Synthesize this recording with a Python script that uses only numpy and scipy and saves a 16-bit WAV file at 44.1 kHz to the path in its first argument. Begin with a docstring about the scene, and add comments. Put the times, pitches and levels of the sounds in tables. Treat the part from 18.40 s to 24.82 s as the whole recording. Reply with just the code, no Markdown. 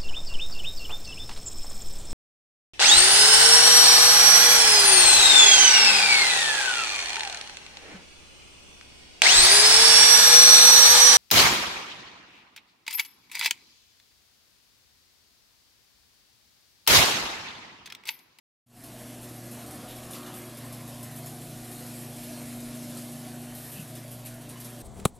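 """A motor hums, a chain ticks and rollers clatter as an opener lifts a sectional door in a small garage.
The induction motor hums at twice the mains frequency, with sidebands from its shaft, while the worm
gear churns in the housing. The chain ticks over its sprocket and makes the rail drone when taut.
Rollers scrape and knock through the bend of the steel tracks, and hinges clink. The hum sinks as
a panel tips and surges as the motor takes up the weight."""
import sys
import numpy as np
from scipy import signal
from scipy.fft import rfft, irfft, next_fast_len
from scipy.io import wavfile
from scipy.ndimage import map_coordinates

SR = 44100
rng = np.random.default_rng(int(sys.argv[2]) if len(sys.argv) > 2 else 0)


def master(y):
    """Save y as 16-bit WAV."""
    cut = np.clip(np.atleast_2d(y).T, -1, 1)
    pcm = np.round(cut * 32767)  # scale
    wavfile.write(sys.argv[1], SR, pcm.astype(np.int16))


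N = 283122

START_S = 0.26  # the motor switches on
MAINS_HZ, SHAFT_HZ = 60, 26.55
# panels tipping into the bend: (time [s], relative bump level [dB], dip in the motor's load [dB])
PANEL_BUMPS = [(1.352, -55, 4), (3.128, -64, 0), (5.372, -48, 2)]
# the bright colour of chain metal: (frequency [Hz], relative level [dB])
CHAIN_SPECTRUM = [(700, -24.5), (2500, -7), (4000, -8.5), (6600, -8), (8200, -2), (9200, -2.5),
                  (10300, 0.5), (11300, 0.5), (12000, -2), (12900, -1), (14000, -6)]


def amp(db):
    """Decibels to gain."""
    return 10 ** (np.asarray(db) / 20)


def unit(x):
    """x at rms 1."""
    return x / np.sqrt(np.mean(x ** 2) + 1e-20)


def along(points, hz):
    """(Hz, value) points read on a log frequency axis."""
    point_hz, values = np.transpose(points)
    return np.interp(np.log(hz + 1), np.log(point_hz + 1), values)


def clock():
    """The time of every sample in seconds."""
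    return np.arange(N) / SR


def wobble(rate):
    """A smooth random curve, rate knots a second."""
    return map_coordinates(rng.standard_normal(int(N * rate / SR) + 4), [clock() * rate])


def swell(start_s, attack_s, hold_s, release_s):
    """An envelope from 0 to 1 and back."""
    return np.interp(clock(), start_s + np.cumsum([0, attack_s, hold_s, release_s]), [0, 1, 1, 0])


def add(track, s, sound):
    """Mix a sound into the track at time s."""
    part = track[max(round(s * SR), 0):][:len(sound)]
    part += sound[:len(part)]


def filtered(x, response):
    """x shaped by a gain that depends on frequency."""
    size = next_fast_len(N + SR // 2)
    return irfft(rfft(x, size) * response(np.fft.rfftfreq(size, 1 / SR)), size)[..., :N]


def coloured(x, spectrum):
    """x through a (Hz, dB) curve, scaled to keep the power of white noise."""
    norm = np.sqrt(np.mean(amp(along(spectrum, np.linspace(0, SR / 2, N))) ** 2))
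    return filtered(x, lambda hz: amp(along(spectrum, hz)) / norm)


def tone(hz, drift, drift_rate):
    """A sine of rms 1 whose phase wanders by about drift radians."""
    return np.sqrt(2) * np.sin(2 * np.pi * (hz * clock() + rng.random()) + drift * wobble(drift_rate))


def grains(rate, spread_db):
    """Tiny random contacts of uneven size, about rate a second, at rms 1."""
    hits = rng.random(N) < rate / SR
    return unit(hits * rng.standard_normal(N) * amp(spread_db * rng.standard_normal(N)))


def resonance(pitch_hz, width_hz):
    """A rubbed resonance: narrow noise of rms 1."""
    return unit(filtered(rng.standard_normal(N), lambda hz: 1 / (1 + ((hz - pitch_hz) / width_hz) ** 4)))


def shifting(x, depth_db):
    """Moving contacts favour ever different resonances."""
    spectra = signal.stft(x, nperseg=512)[2]
    patch = np.outer(signal.windows.hann(9), signal.windows.hann(19))  # bands by frames
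    ripple = signal.fftconvolve(rng.standard_normal(spectra.shape), patch, "same")
    return signal.istft(spectra * amp(depth_db * unit(ripple)), nperseg=512)[1][:N]


def contact(t60, attack_s):
    """Loose metal chatters in a burst of noise that falls 60 dB in t60 seconds."""
    t = np.arange(SR // 4) / SR
    return rng.standard_normal(len(t)) * amp(-60 * t / t60) * (1 - np.exp(-t / attack_s))


def ping(hz, t60, attack_s):
    """A struck steel part rings briefly on one mode."""
    t = np.arange(SR // 8) / SR
    return np.sin(2 * np.pi * hz * t) * amp(-60 * t / t60) * (1 - np.exp(-t / attack_s))


def stroke(sound, length_s):
    """A short rub that swells and fades."""
    shape = np.sqrt(signal.windows.cosine(round(length_s * SR)))
    return shape * unit(sound[:len(shape)])


def garage(x, wet_db):
    """Direct sound plus the walls' answer, which changes as the door and chain move."""
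    # the room's decay: (frequency [Hz], t60 [s])
    reverb_times = [(150, 0.51), (1500, 0.48), (6000, 0.32), (13000, 0.24)]
    echo, hop = np.zeros(N), SR // 8
    for i in range(0, N, hop):
        hz, t, spectra = signal.stft(rng.standard_normal(SR // 3), SR, nperseg=256)
        decay = amp(-60 * t / along(reverb_times, hz)[:, None])
        tail = signal.istft(spectra * decay, SR, nperseg=256)[1]
        add(echo, i / SR + 0.003, signal.fftconvolve(x[i:i + hop], tail / np.linalg.norm(tail)))
    return (x + amp(wet_db) * echo) / np.hypot(1, amp(wet_db))


def run_up(depth_db, time_s):
    """A level offset in dB that rises to 0 as the motor gathers speed."""
    return -depth_db * np.exp(-np.maximum(clock() - START_S, 0) / time_s)


def tension():
    """How taut the chain is: 1 would be fully taut, below 0 it hangs loose."""
    # the chain tightens or sags: (start [s], attack [s], hold [s], release [s], tension [1 = taut])
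    pulls = [(.6, 0.63, 0.08, 0.31, 0.34), (2.4, 1.37, 0.88, 0.52, 0.79), (5.4, 0.52, 0.29, 0.15, -0.6)]
    return sum(strength * swell(*shape) for *shape, strength in pulls)


def bend():
    """How hard the first rollers press into the bend of the track, 0 to 1."""
    return swell(start_s=1.0, attack_s=0.35, hold_s=0.54, release_s=0.48)


def effort():
    """The motor's load in dB: it sinks as a panel tips and surges at each take-up."""
    # the motor takes up a panel's weight: (time [s], rise in load [dB])
    take_ups = [(2.18, 10.5), (5.49, 9)]
    surge = sum(db * swell(s, attack_s=0.026, hold_s=0.041, release_s=0.82) for s, db in take_ups)
    relief = sum(db * swell(s - 0.13, attack_s=0.065, hold_s=0, release_s=0.27)
                 for s, _, db in PANEL_BUMPS)
    return surge - relief


def friction(taut_db, bend_db):
    """The dB that a rubbing part gains from the motor's speed, the chain's pull and the bend."""
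    easing_db = 0.21 * clock()  # parts run lighter as the door comes to lie overhead
    return run_up(depth_db=32, time_s=0.084) + taut_db * tension() + bend_db * bend() - easing_db


def hum_level(level_db, taut_db, load_share):
    """Level in dB of a motor tone that follows the load and swells with the chain's tension."""
    pull_db = taut_db * np.maximum(tension(), 0) ** 0.63
    return level_db + run_up(depth_db=20.5, time_s=0.13) + pull_db + load_share * effort()


def octave_level():
    """Level in dB of the hum's octave: a taut chain carries it into the rail, most of all midway."""
    midway = swell(start_s=3.52, attack_s=0.63, hold_s=1.0, release_s=0.13)
    return hum_level(level_db=-51.5, taut_db=5, load_share=0.26) + 4.76 * midway + 0.17 * clock()


def rotor_level():
    """Level in dB of the rotor's sideband: it grows with the lift and as the top panel clears the bend."""
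    lifting = swell(start_s=0.74, attack_s=3.1, hold_s=1.7, release_s=2.0)
    clearing = swell(start_s=2.3, attack_s=0.25, hold_s=0.38, release_s=0.41)
    return -62.5 + 10.7 * lifting + 6.7 * clearing + run_up(depth_db=22, time_s=0.087)


def motor():
    """Magnetic pull hums at even multiples of the mains; the turning rotor adds wavering sidebands."""
    # weaker motor tones: (multiple of the mains, added multiple of the shaft, relative level [dB])
    overtones = [(0, 1, -74), (2, 2, -80), (4, -1, -58.5), (4, 1, -59.5), (4, 2, -57.5), (6, -1, -64.5),
                 (6, 0, -55.5), (8, 0, -63), (10, 0, -61.5), (12, 1, -63), (24, 0, -67), (0, 64, -72)]
    hum_db = hum_level(level_db=-49.5, taut_db=2, load_share=0.52) - 0.08 * clock() + 1.2 * wobble(6.6)
    rotor_db = rotor_level() + 2.2 * wobble(9)
    hum = amp(hum_db) * tone(2 * MAINS_HZ, drift=0.12, drift_rate=12)
    hum += amp(octave_level() + 0.8 * wobble(8.6)) * tone(4 * MAINS_HZ, drift=0.27, drift_rate=4)
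    hum += amp(rotor_db) * tone(2 * MAINS_HZ + SHAFT_HZ, drift=0.86, drift_rate=3.98)
    drag = amp(friction(taut_db=3, bend_db=3.5))
    for mains, shaft, db in overtones:
        drift = 0.61 + 0.62 * abs(shaft) ** 0.5
        partial = tone(mains * MAINS_HZ + shaft * SHAFT_HZ, drift, drift_rate=4)
        hum += drag * amp(db - 5.5 + 2.9 * wobble(3.03)) * partial
    return hum


def gear():
    """Gear teeth rub hardest at each torque pulse and shake the housing, less as the chain slackens."""
    # the housing's hollow colour: (frequency [Hz], relative level [dB])
    housing = [(15, -47), (30, -16), (80, -7), (125, -2.5), (200, -2), (310, -0.5), (400, -7.5), (500, -7),
               (630, -1.5), (740, -4), (860, -13), (1300, -15.5), (3000, -27)]
    slackening = swell(start_s=4.6, attack_s=0.54, hold_s=1.1, release_s=0.5)
    gear_db = -48 + friction(taut_db=0.7, bend_db=1) - 0.85 * slackening
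    torque = amp(1.5 * np.sin(2 * np.pi * 2 * MAINS_HZ * clock()))
    rub = garage(grains(rate=3500, spread_db=2), wet_db=3) * torque
    return amp(gear_db) * unit(coloured(rub, housing))


def rail_drone():
    """The rail drones on two resonances, louder under a taut chain."""
    low = amp(-59.5 + friction(taut_db=5.5, bend_db=-1)) * resonance(pitch_hz=308.7, width_hz=66)
    high = amp(octave_level() - 15) * resonance(pitch_hz=626, width_hz=38)
    return low + high


def whine():
    """A thin, wavering gear whine on two high multiples of the mains swells in mid travel."""
    mid_travel = swell(start_s=2.2, attack_s=0.69, hold_s=0.59, release_s=0.47)
    low_db = -65 + run_up(depth_db=20, time_s=0.3) + 8 * mid_travel
    high_db = -77 + run_up(depth_db=23, time_s=0.33) + 9 * tension()
    low = amp(low_db + 0.88 * wobble(7.5)) * tone(12 * MAINS_HZ, drift=0.4, drift_rate=6)
    high = amp(high_db + 2.2 * wobble(4.9)) * tone(70 * MAINS_HZ, drift=0.8, drift_rate=7.7)
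    return low + high


def rollers():
    """Rollers run over grit in the steel tracks."""
    # the tracks' tinny colour: (frequency [Hz], relative level [dB])
    track_spectrum = [(400, -51), (900, 0), (1100, 0), (1350, -6.5), (1700, 0.5), (2300, -3), (4000, -3.5),
                      (5000, -5.5), (7000, -7), (14000, -11.5)]
    roller_db = -53.5 + friction(taut_db=0, bend_db=1)
    grit = garage(grains(rate=2000, spread_db=3.5), wet_db=8.5)
    return amp(roller_db) * unit(shifting(coloured(grit, track_spectrum), depth_db=2.5))


def rumble():
    """The moving door shakes the room faintly, whatever the load."""
    # the door's low end: (frequency [Hz], relative level [dB])
    rumble_spectrum = [(12, -41), (28, 12), (50, 0), (80, 1), (130, -10), (300, -72)]
    shake = unit(coloured(rng.standard_normal(N), rumble_spectrum))
    return amp(-65 + run_up(depth_db=31, time_s=0.067)) * shake


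def chain():
    """The chain slides and rasps along its rail, and each link ticks on the sprocket."""
    # the chain's travel over the sprocket: (time [s], position [links])
    travel = [(.29, -2), (1.783, 18), (2.095, 22), (3.17, 36), (4.938, 60), (5.476, 67), (6.48, 80)]
    taut, starting_db = tension(), run_up(depth_db=22, time_s=0.086)
    slide_db = -51.5 + 5.5 * taut + starting_db + 0.8 * wobble(7.9)
    slide = amp(slide_db) * grains(rate=7000, spread_db=4)
    rasp_db = -64 + 9.5 * taut + starting_db + 2.6 * wobble(7)
    rasp = amp(rasp_db) * resonance(pitch_hz=5140, width_hz=2800)
    tick_db = -43.5 + 1.5 * taut + starting_db
    position = np.interp(clock(), *np.transpose(travel))
    onsets = np.flatnonzero(np.diff(np.floor(position)))
    ticks = np.zeros(N)
    for i, accent_db in zip(onsets, 1.9 * rng.standard_normal(len(onsets))):
        add(ticks, i / SR, amp(tick_db[i] + accent_db) * contact(t60=0.07, attack_s=0.0011))
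    links = garage(coloured(slide + ticks, CHAIN_SPECTRUM), wet_db=2.5)
    return shifting(rasp + links, depth_db=1.4)


def clinks():
    """Slack links and hinges snap against each other: a sharp chatter and a short ring, then the room."""
    # snaps of chain and hinges: (time [s], relative level [dB], pitch [Hz])
    snaps = [(0.4372, -35.5, 11800), (0.8299, -35.5, 9960), (1.1132, -35, 9700), (1.486, -40, 9840),
             (1.5597, -38, 9810), (1.709, -32, 9820), (1.735, -33.5, 10200), (2.1703, -36, 9800),
             (2.2471, -38, 11200), (2.325, -34, 10500), (2.477, -35, 11600), (2.6285, -33.5, 10200),
             (2.761, -37, 12100), (2.86, -30.5, 11800), (3.3132, -37, 9990), (4.571, -32.5, 8200),
             (5.1502, -33.5, 12000), (5.3182, -33.5, 9070), (5.551, -33.5, 10800), (5.7148, -35, 12200),
             (5.851, -33, 11800), (5.8598, -35, 11900), (6.0106, -40, 10100), (6.0914, -34, 9000),
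             (6.2013, -32.5, 11800), (6.2455, -32.5, 10400), (6.402, -37, 8800)]
    # the colour of hard steel contacts: (frequency [Hz], relative level [dB])
    steel = [(700, -28), (3000, -9), (7000, -6), (8500, -2), (10500, 0), (12000, -0.5), (14000, -2.5)]
    chatter, ring = np.zeros(N), np.zeros(N)
    for s, db, hz in snaps:
        add(chatter, s, amp(db + 4.5) * contact(t60=0.026, attack_s=0.001))
        add(ring, s, amp(db - 1.5) * ping(hz, t60=0.018, attack_s=0.0013))
    return ring + garage(coloured(chatter, steel) + amp(-4) * ring, wet_db=8)


def rattles(per_s=11):
    """Loose hinges and rollers tick at random once the door moves."""
    ticks = np.zeros(N)
    moving = clock() > START_S + 0.2
    for i in np.flatnonzero((rng.random(N) < per_s / SR) & moving):
        add(ticks, i / SR, amp(-42 + 4 * rng.standard_normal()) * contact(t60=0.015, attack_s=0.00054))
    return garage(coloured(ticks, CHAIN_SPECTRUM), wet_db=1.5)


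def groan():
    """The track groans as the first rollers round its bend."""
    # the track's rubbed resonances: (pitch [Hz], width [Hz], level [dB])
    modes = [(525, 61, -59.5), (1190, 200, -61), (1640, 330, -63)]
    return bend() * sum(amp(db + 3.3 * wobble(8.05)) * resonance(hz, width) for hz, width, db in modes)


def scrapes():
    """A roller drags along the side of its track."""
    # roller drags: (time [s], length [s], pitch [Hz], width [Hz], relative level [dB])
    drags = [(1.16, 0.073, 820, 220, -50), (1.47, 0.08, 3380, 750, -51), (1.735, 0.063, 3780, 2000, -52),
             (1.83, 0.17, 3270, 550, -57), (1.82, .13, 1110, 600, -49.5), (2.134, 0.64, 1030, 70, -58),
             (5.335, 0.1, 2770, 330, -50)]
    out = np.zeros(N)
    for s, length_s, pitch_hz, width_hz, db in drags:
        add(out, s, amp(db - 2) * stroke(resonance(pitch_hz, width_hz), length_s))
    return out


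def panels():
    """A soft bump rings the low modes of a door panel as it tips into the bend."""
    # a panel's modes: (pitch [Hz], relative level [dB], t60 [s])
    modes = [(155, -4, 0.52), (188.6, 0, 0.2), (215, -4, 0.34), (355, -24, 0.59)]
    out, t = np.zeros(N), np.arange(SR // 2) / SR
    soft_attack = 1 - np.exp(-t / 0.0081)
    for s, db, _ in PANEL_BUMPS:
        ring = sum(amp(mode_db - 60 * t / t60) * np.sin(2 * np.pi * (hz * t + rng.random()))
                   for hz, mode_db, t60 in modes)
        add(out, s, amp(db + 12) * ring * soft_attack)
    return out


def knocks():
    """A roller jumps in its track at the bend: a dry crack and a short clank."""
    # rollers hitting the track: (time [s], relative level [dB], pitch [Hz])
    hits = [(1.481, -43, 2960), (1.5047, -42, 3740), (1.6316, -42, 3220), (1.7332, -34, 3530),
            (1.749, -37, 2930), (1.8312, -40.5, 3200), (1.863, -40, 3580), (1.879, -41, 3570),
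            (1.94, -42, 3480)]
    # the crack's colour: (frequency [Hz], relative level [dB])
    crack_spectrum = [(800, -23), (2500, -1.5), (3600, -5), (5500, -7.5), (9000, -10.5)]
    crack, ring = np.zeros(N), np.zeros(N)
    for s, db, hz in hits:
        add(crack, s, amp(db + 1.5) * contact(t60=0.022, attack_s=0.00065))
        add(ring, s, amp(db - 1.5) * ping(hz, t60=0.021, attack_s=0.0011))
    return ring + garage(coloured(crack, crack_spectrum) + amp(-8) * ring, wet_db=2)


def squeaks():
    """A dry link hisses and rubs one high steel resonance for a moment."""
    # dry links rubbing: (time [s], length [s], level of the resonance [dB])
    rubs = [(1.929, 0.088, -52.5), (2.75, 0.051, -54), (5.134, 0.31, -51.5), (5.712, 0.043, -55),
            (5.856, 0.022, -49)]
    out = np.zeros(N)
    for s, length_s, db in rubs:
        squeal = resonance(pitch_hz=12100, width_hz=370)
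        hiss = coloured(rng.standard_normal(N), CHAIN_SPECTRUM)
        add(out, s, amp(db) * stroke(squeal, length_s))
        add(out, s, amp(db + 4) * stroke(hiss, length_s))
    return out


def scene():
    """Everything starts with the motor and sits in the centre."""
    switch_on = np.clip((clock() - START_S) / 0.008, 0, 1)
    machinery = motor() + gear() + rail_drone() + whine() + rollers() + groan() + chain()
    clatter = clinks() + knocks() + squeaks() + scrapes() + panels()
    centre = switch_on * (machinery + clatter + rumble() + rattles())
    return np.array([centre, centre])


def record(dry):
    """A steep low-pass takes off the highest treble."""
    cutoff_hz, edge_hz = 14050, 200
    return filtered(dry, lambda hz: np.clip((cutoff_hz - hz) / edge_hz + 0.5, 0, 1))


dry = scene()
out = record(dry)
master(out)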